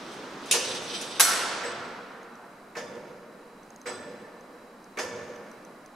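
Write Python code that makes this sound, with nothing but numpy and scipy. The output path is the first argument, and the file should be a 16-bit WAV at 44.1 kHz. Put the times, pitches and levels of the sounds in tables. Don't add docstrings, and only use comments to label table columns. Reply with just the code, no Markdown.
import sys
import numpy as np
from scipy import signal
from scipy.fft import rfft, irfft, next_fast_len
from scipy.io import wavfile

SR = 44100
rng = np.random.default_rng(int(sys.argv[2]) if len(sys.argv) > 2 else 0)


def to_wav(s):
    ch = np.atleast_2d(s).T
    pcm = np.round(np.clip(ch, -1, 1) * 32767)
    wavfile.write(sys.argv[1], SR, pcm.astype(np.int16))


N = 262395
TIME_S = np.arange(N) / SR
AGE_S = TIME_S[:2 * SR + SR // 2]

# start in seconds, fade start in seconds, level in dB.
SCRAPES = [(-.25, .14, -54), (0.35, 0.737, -39), (0.739, 1.2, -42.5)]
# start in seconds, level in dB.
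LEVER_HITS = [(.122, -52), (.455, -46.5), (.5117, -18), (.824, -47), (.96, -52.5), (1.011, -37),
              (1.09, -50.5)]
# start in seconds, unlocking knock in dB, tooth landing in dB.
SWINGS = [(.522, -33.5, -25), (1.632, -34, -32), (2.752, -35, -32), (3.857, -34, -30.5),
          (4.971, -28.5, -28)]
# delay after the knock in seconds, rise in seconds, ring in dB.
LANDINGS = [(.014, 0.0036, 2.5), (.005, 0.0083, 3.5)]
# delay after the knock in seconds, level in dB.
ENTRY_REBOUNDS = [(.158, -37.5), (.197, -35.5), (.318, -40)]
EXIT_REBOUNDS = [(.203, -41.5), (.246, -41)]
# start in seconds, level in dB, tilt in dB per octave.
STOP_HITS = [(1.1963, -24.5, -0.5), (1.2016, -20.5, 0.5), (1.206, -20, 1.6)]
# start in seconds, level in dB.
CLICKS = [(2.2308, -50), (2.355, -48), (3.6321, -49), (3.7045, -44), (3.7609, -42.5), (3.8152, -43.5),
          (4.4089, -50), (4.8424, -47), (5.3607, -45.5), (5.5149, -45), (5.6496, -45), (5.8606, -44)]

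# frequency in Hz, relative density in dB.
RUMBLE_COLOUR = [(25, -5.5), (50, -20), (100, -12.5), (210, 6.5), (500, 0), (1200, -1.5), (2000, -10),
                 (3400, -21), (3980, -26), (4400, -19), (6200, -23), (7500, -24), (11000, -26),
                 (15500, -35)]
WHINE_COLOUR = [(3600, -38), (3900, -1), (4040, -2), (4350, -40.5)]
WHIRR_COLOUR = [(40, -32), (100, -13.5), (210, 0), (440, 2), (700, -2.5), (1400, -3.5), (2200, -11.5),
                (4000, -16), (6000, -19.5), (14000, -45)]
SCRAPE_COLOUR = [(500, -26.5), (2000, -6), (3500, 0.5), (5500, -1.5), (7000, -19), (10000, -24.5),
                 (13500, -42.5)]
LEVER_COLOUR = [(100, -52), (400, -3.5), (1000, -18), (1900, -14), (2500, 7), (4000, -2.5), (6300, 4),
                (7700, 0), (8800, 2), (11300, -3.5), (12700, -14), (15500, -26)]
KNOCK_COLOUR = [(70, -31.5), (150, -15), (300, -9.5), (480, -1.5), (800, -13), (1500, -2.5), (2400, -2),
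                (3100, -20.5), (6000, -20), (12000, -35)]
LANDING_COLOUR = [(60, -37.5), (110, -25.5), (220, -4), (380, -10), (480, 3.5), (720, -3), (1800, -6.5),
                  (3000, -11), (4000, -17.5), (5000, -10.5), (6400, -14), (9000, -24.5), (12000, -32),
                  (15500, -45)]
FLOOR_COLOUR = [(50, -51), (72, -22.5), (92, 0.5), (120, 0.5), (150, -5), (300, -39), (800, -74.5)]
REBOUND_COLOUR = [(60, -29.5), (110, -6.5), (300, -11.5), (480, 14.5), (750, -11.5), (2000, -16),
                  (6000, -27), (12000, -46)]
STOP_COLOUR = [(70, -23), (200, -30.5), (400, -2.5), (700, 4), (1500, 7), (2300, 3), (5000, 3.5),
               (8000, -2), (9200, -2), (10300, 3), (12800, -3), (13800, -14), (15500, -24.5)]

# frequency in Hz, relative level in dB, T60 in seconds.
SCRAPE_MODES = [(3130, -14, .06), (3521, -12, .06), (3800, -15, .08), (5700, -21, .08), (6010, -19, .25),
                (8021, -19, .15), (8180, -19, .07), (8580, -25, .1), (10160, -19, .04), (12850, -31, .03)]
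LEVER_MODES = [(2535, -16, 0.36), (2721, -16, 0.41), (2950, -17, 0.67), (3768, -13, 0.36),
               (4118, -19, 0.41), (4519, -20, 0.55), (4874, -17, 0.41), (5291, -21, 0.42),
               (5420, -20, 0.53), (5832, -17, 0.39), (5999, -21, 0.79), (6136, -15, 0.36),
               (6325, -18, 0.55), (6747, -14, 0.29), (6839, -19, 0.35), (7095, -19, 0.26),
               (8502, -18, 0.56), (8863, -15, 0.27), (9235, -18, 0.26), (9964, -19, 0.26),
               (11243, -23, 0.27), (12691, -29, 0.28)]
FRAME_MODES = [(366, -15, .8), (474, -6, .45), (512, -10, .45), (594, -16, 1.2), (928, -19, 1.1),
               (987, -23, 1), (1149, -21, .77), (1364, -19, .62), (1423, -19, .75), (1719, -23, 1.2),
               (1763, -10, .4), (2234, -22, .5)]
ENTRY_PALLET_MODES = [(3531, -23, 0.55), (4449, -23, 0.33), (4958, -19, 0.51), (5550, -25, 0.42),
                      (5722, -22, 0.44), (6142, -14, 0.31), (6575, -26, 1.05), (7138, -25, 0.51),
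                      (7267, -25, 0.46), (8333, -29, 0.77), (10034, -26, 0.26), (10435, -28, 0.34),
                      (11800, -28, 0.28)]
EXIT_PALLET_MODES = [(3400, -26, .9), (3590, -28, .9), (4005, -22, .7), (4777, -22, .42), (4970, -22, .7),
                     (5316, -25, .6), (7926, -9, .3), (8107, -15, .47), (9108, -30, .35), (10868, -28, .32),
                     (11762, -31, .32)]
STOP_MODES = [(686, -26, 1.3), (1117, -24, 1.1), (1337, -20, 1.8), (1420, -23, 1.6), (1530, -21, 1.5),
              (1819, -21, .65), (2177, -25, 1.1), (2460, -24, .72), (3052, -25, .97), (3520, -28, .9),
              (4010, -21, .43), (4293, -24, .6), (4363, -23, .53), (5096, -21, .7), (5622, -22, .52),
              (5695, -18, .55), (6012, -16, .6), (6616, -18, .32), (6686, -22, .39), (7283, -25, .53),
              (8019, -15, .7), (8201, -17, .5), (9684, -22, .3), (10171, -17, .3), (10362, -21, .3),
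              (11132, -19, .3), (12066, -21, .24), (12830, -22, .35)]
STOP_FACE_MODES = [(1633, -11.5, 0.0393), (6470, -9.5, 0.03043), (10050, 0.5, .04)]

# frequency in Hz, gain in dB.
ROOM_GAIN_DB = [(100, 9.5), (250, 8), (500, -4), (1400, -6), (4000, -6.5), (12000, -3.5)]
# frequency in Hz, T60 in seconds.
ROOM_T60_S = [(100, 1.9), (250, 2.16), (600, 3.6), (1400, 2.91), (3000, 1.82), (5500, 1.345), (8000, 1.028),
              (13000, 0.37)]
# frequency in Hz, side relative to mid in dB.
SIDE_DB = [(30, -10), (150, -19), (300, -23), (700, -10.5), (1400, -8), (8000, -5.5), (14000, -3.5)]


def gain(db):
    return 10 ** (np.asarray(db) / 20)


def lookup(table, hz):
    table_hz, values = np.transpose(table)
    return np.interp(np.log(hz + 1), np.log(table_hz), values)


def tilted(table, db_per_octave):
    return [(hz, db + db_per_octave * np.log2(hz / 2000), *rest) for hz, db, *rest in table]


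def add(mix, start_s, sound):
    part = mix[:, max(round(start_s * SR), 0):][:, :sound.shape[1]]
    part += sound[:, :part.shape[1]]


def stereo(mid, side, hz):
    side = side * gain(lookup(SIDE_DB, hz))
    return np.array([mid + side, mid - side])


def noise(colour, size):
    fft_size = next_fast_len(size)
    hz = np.fft.rfftfreq(fft_size, 1 / SR)
    shape = gain(lookup(colour, hz))
    mid, side = rfft(rng.standard_normal((2, fft_size))) * shape / np.sqrt(np.mean(shape ** 2))
    return irfft(stereo(mid, side, hz), fft_size)[:, :size]


def flutter(depth_db, rate_hz):
    knots_s = np.arange(0, TIME_S[-1] + 1, 1 / rate_hz)
    return gain(depth_db * np.interp(TIME_S, knots_s, rng.standard_normal(len(knots_s))))


def held(db, until_s, fade_db_per_s):
    return gain(db - fade_db_per_s * np.maximum(TIME_S - until_s, 0))


def ring(modes, age_s, wander_hz=28, tail_db=-9):
    out = np.zeros((2, len(age_s)))
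    for hz, db, t60_s in modes:
        room_t60_s = max(t60_s, lookup(ROOM_T60_S, hz))
        ring_s = age_s[age_s < min(room_t60_s, 2 * t60_s)]
        knots_s = np.arange(256) / (wander_hz * (1 + hz / 5000))
        scatter = rng.standard_normal((2, 256)) + 1j * rng.standard_normal((2, 256))
        tail = np.sqrt(t60_s) * gain(tail_db - 60 * knots_s / room_t60_s)
        fade = np.hypot(gain(-60 * knots_s / t60_s), tail)
        wavering = scatter * fade
        mid, side = wavering * np.linalg.norm(fade) / np.linalg.norm(wavering, axis=1, keepdims=True)
        tone = gain(db) * np.sqrt(2) * np.exp(2j * np.pi * hz * ring_s)
        for channel, envelope in zip(out, stereo(mid, side, hz)):
            channel[:len(ring_s)] += (tone * np.interp(ring_s, knots_s, envelope)).real
    return out


def room_tail(colour, bloom_cycles=11):
    hz, age_s, spectra = signal.stft(noise(colour, len(AGE_S)), SR, nperseg=512)
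    hz = hz[:, None]
    fade = gain(lookup(ROOM_GAIN_DB, hz) - 60 * age_s / lookup(ROOM_T60_S, hz))
    bloom = 1 - np.exp(-age_s / (0.036 + bloom_cycles / (hz + 20)))
    _, tail = signal.istft(spectra * bloom * fade, SR, nperseg=512)
    return tail[:, :len(AGE_S)]


def blow(db, rise_s, colour, modes, modes_db, crack_db, crack_t60_s, clatter_t60_s, room_db):
    crack = gain(crack_db - 60 * AGE_S / crack_t60_s)
    clatter = gain(-60 * AGE_S / clatter_t60_s)
    burst = noise(colour, len(AGE_S)) * np.hypot(crack, clatter)
    ringing = gain(modes_db) * ring(modes, AGE_S)
    attack = 1 - np.exp(-AGE_S / max(rise_s, 1e-4))
    return gain(db) * attack * (burst + ringing + gain(room_db) * room_tail(colour))


def rumble(air_db=-51, whine_db=-72.5):
    air = gain(air_db) * noise(RUMBLE_COLOUR, N) * flutter(depth_db=0.5, rate_hz=7)
    whine = gain(whine_db) * noise(WHINE_COLOUR, N) * flutter(depth_db=1.5, rate_hz=18)
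    return air + whine


def wheel_train(level_db=-41.5, coast_s=0.33):
    stop_s = STOP_HITS[0][0]
    running = held(level_db, stop_s + coast_s, fade_db_per_s=31)
    return noise(WHIRR_COLOUR, N) * running * flutter(depth_db=0.3, rate_hz=40)


def lever_scrape(attack_s=0.22, hiss_db=-0.5, singing_db=-2):
    rubbing = np.zeros(N)
    for start_s, until_s, db in SCRAPES:
        attack = np.clip((TIME_S - start_s) / attack_s, 0, 1) ** 2
        rubbing += attack * held(db, until_s, fade_db_per_s=85)
    slips = rubbing * flutter(depth_db=3.5, rate_hz=60)
    steel = ring(SCRAPE_MODES, AGE_S[:SR])
    friction = slips * rng.standard_normal((1, N))
    singing = signal.oaconvolve(friction, steel, axes=1)[:, :N] / np.linalg.norm(steel[0])
    return gain(hiss_db) * slips * noise(SCRAPE_COLOUR, N) + gain(singing_db) * singing


def lever_drop(hard_db=-26, hard_rise_s=0.00027, db_per_doubling=5):
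    out = np.zeros((2, N))
    for start_s, db in LEVER_HITS:
        rise_s = hard_rise_s * 2 ** ((hard_db - db) / db_per_doubling)
        clack = blow(db, rise_s, LEVER_COLOUR, LEVER_MODES, modes_db=0,
                     crack_db=-6, crack_t60_s=0.087, clatter_t60_s=0.19, room_db=-11)
        add(out, start_s, clack)
    return out


def unlocking_knock(db, rise_s=0.0031):
    return blow(db, rise_s, KNOCK_COLOUR, FRAME_MODES, modes_db=-1.5,
                crack_db=-13, crack_t60_s=0.039, clatter_t60_s=0.1, room_db=-14)


def tooth_landing(db, rise_s, pallet_modes, pallet_db, neutral_db=-29.3):
    db_per_octave = 0.42 * (db - neutral_db)
    clink = [(hz, mode_db + pallet_db, t60_s) for hz, mode_db, t60_s in pallet_modes]
    colour = tilted(LANDING_COLOUR, db_per_octave)
    modes = tilted(FRAME_MODES + clink, db_per_octave)
    return blow(db, rise_s, colour, modes, modes_db=-2.5,
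                crack_db=-10, crack_t60_s=0.029, clatter_t60_s=0.27, room_db=-7.5)


def floor_boom(db, peak_s=0.1584):
    progress = AGE_S / peak_s
    swell = (progress * np.exp(1 - progress)) ** 3
    return gain(db) * swell * noise(FLOOR_COLOUR, len(AGE_S))


def wheel_rebound(db, rise_s=0.0067):
    return blow(db, rise_s, REBOUND_COLOUR, FRAME_MODES[:4], modes_db=-2.5,
                crack_db=-4, crack_t60_s=0.056, clatter_t60_s=0.174, room_db=-20)


def escapement(boom_offset_db=-25):
    out = np.zeros((2, N))
    pallets = [(ENTRY_PALLET_MODES, ENTRY_REBOUNDS), (EXIT_PALLET_MODES, EXIT_REBOUNDS)]
    for swing, (start_s, knock_db, landing_db) in enumerate(SWINGS):
        pallet_modes, rebounds = pallets[swing % 2]
        delay_s, rise_s, pallet_db = LANDINGS[swing % 2]
        add(out, start_s, unlocking_knock(knock_db))
        add(out, start_s + delay_s, tooth_landing(landing_db, rise_s, pallet_modes, pallet_db))
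        add(out, start_s, floor_boom(knock_db + boom_offset_db))
        for after_s, db in rebounds:
            add(out, start_s + after_s, wheel_rebound(db))
    return out


def train_stop(rise_s=0.00062):
    out = np.zeros((2, N))
    for start_s, db, db_per_octave in STOP_HITS:
        colour = tilted(STOP_COLOUR, db_per_octave)
        modes = tilted(STOP_MODES + STOP_FACE_MODES, db_per_octave)
        slam = blow(db, rise_s, colour, modes, modes_db=2.5,
                    crack_db=8.5, crack_t60_s=0.04, clatter_t60_s=0.16, room_db=0)
        add(out, start_s, slam)
    return out


def clicks(resonance_hz=6400, peak_s=0.00089, trim_db=-2):
    out = np.zeros((2, N))
    age_s = AGE_S[:SR // 100]
    envelope = age_s / peak_s * np.exp(1 - age_s / peak_s)
    for start_s, db in CLICKS:
        tone = np.sin(2 * np.pi * resonance_hz * rng.uniform(0.934, 1.03) * age_s)
        grit = 0.4 * noise([(2500, -25), (5000, 0), (10000, -4), (15000, -18)], len(age_s))
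        add(out, start_s, gain(db + trim_db) * envelope * (tone + grit))
    return out


def scene(pan_db=0.55):
    mix = rumble() + wheel_train() + lever_scrape() + lever_drop() + escapement() + train_stop() + clicks()
    return mix * gain([[-pan_db], [pan_db]])


def record(dry, ceiling=0.92, cutoff_hz=15800):
    clipped = np.clip(dry, -ceiling, ceiling)
    lowpass = signal.firwin(255, cutoff_hz, window=("kaiser", 9), fs=SR)
    return signal.oaconvolve(clipped, lowpass[None], "same")


dry = scene()
out = record(dry)
to_wav(out)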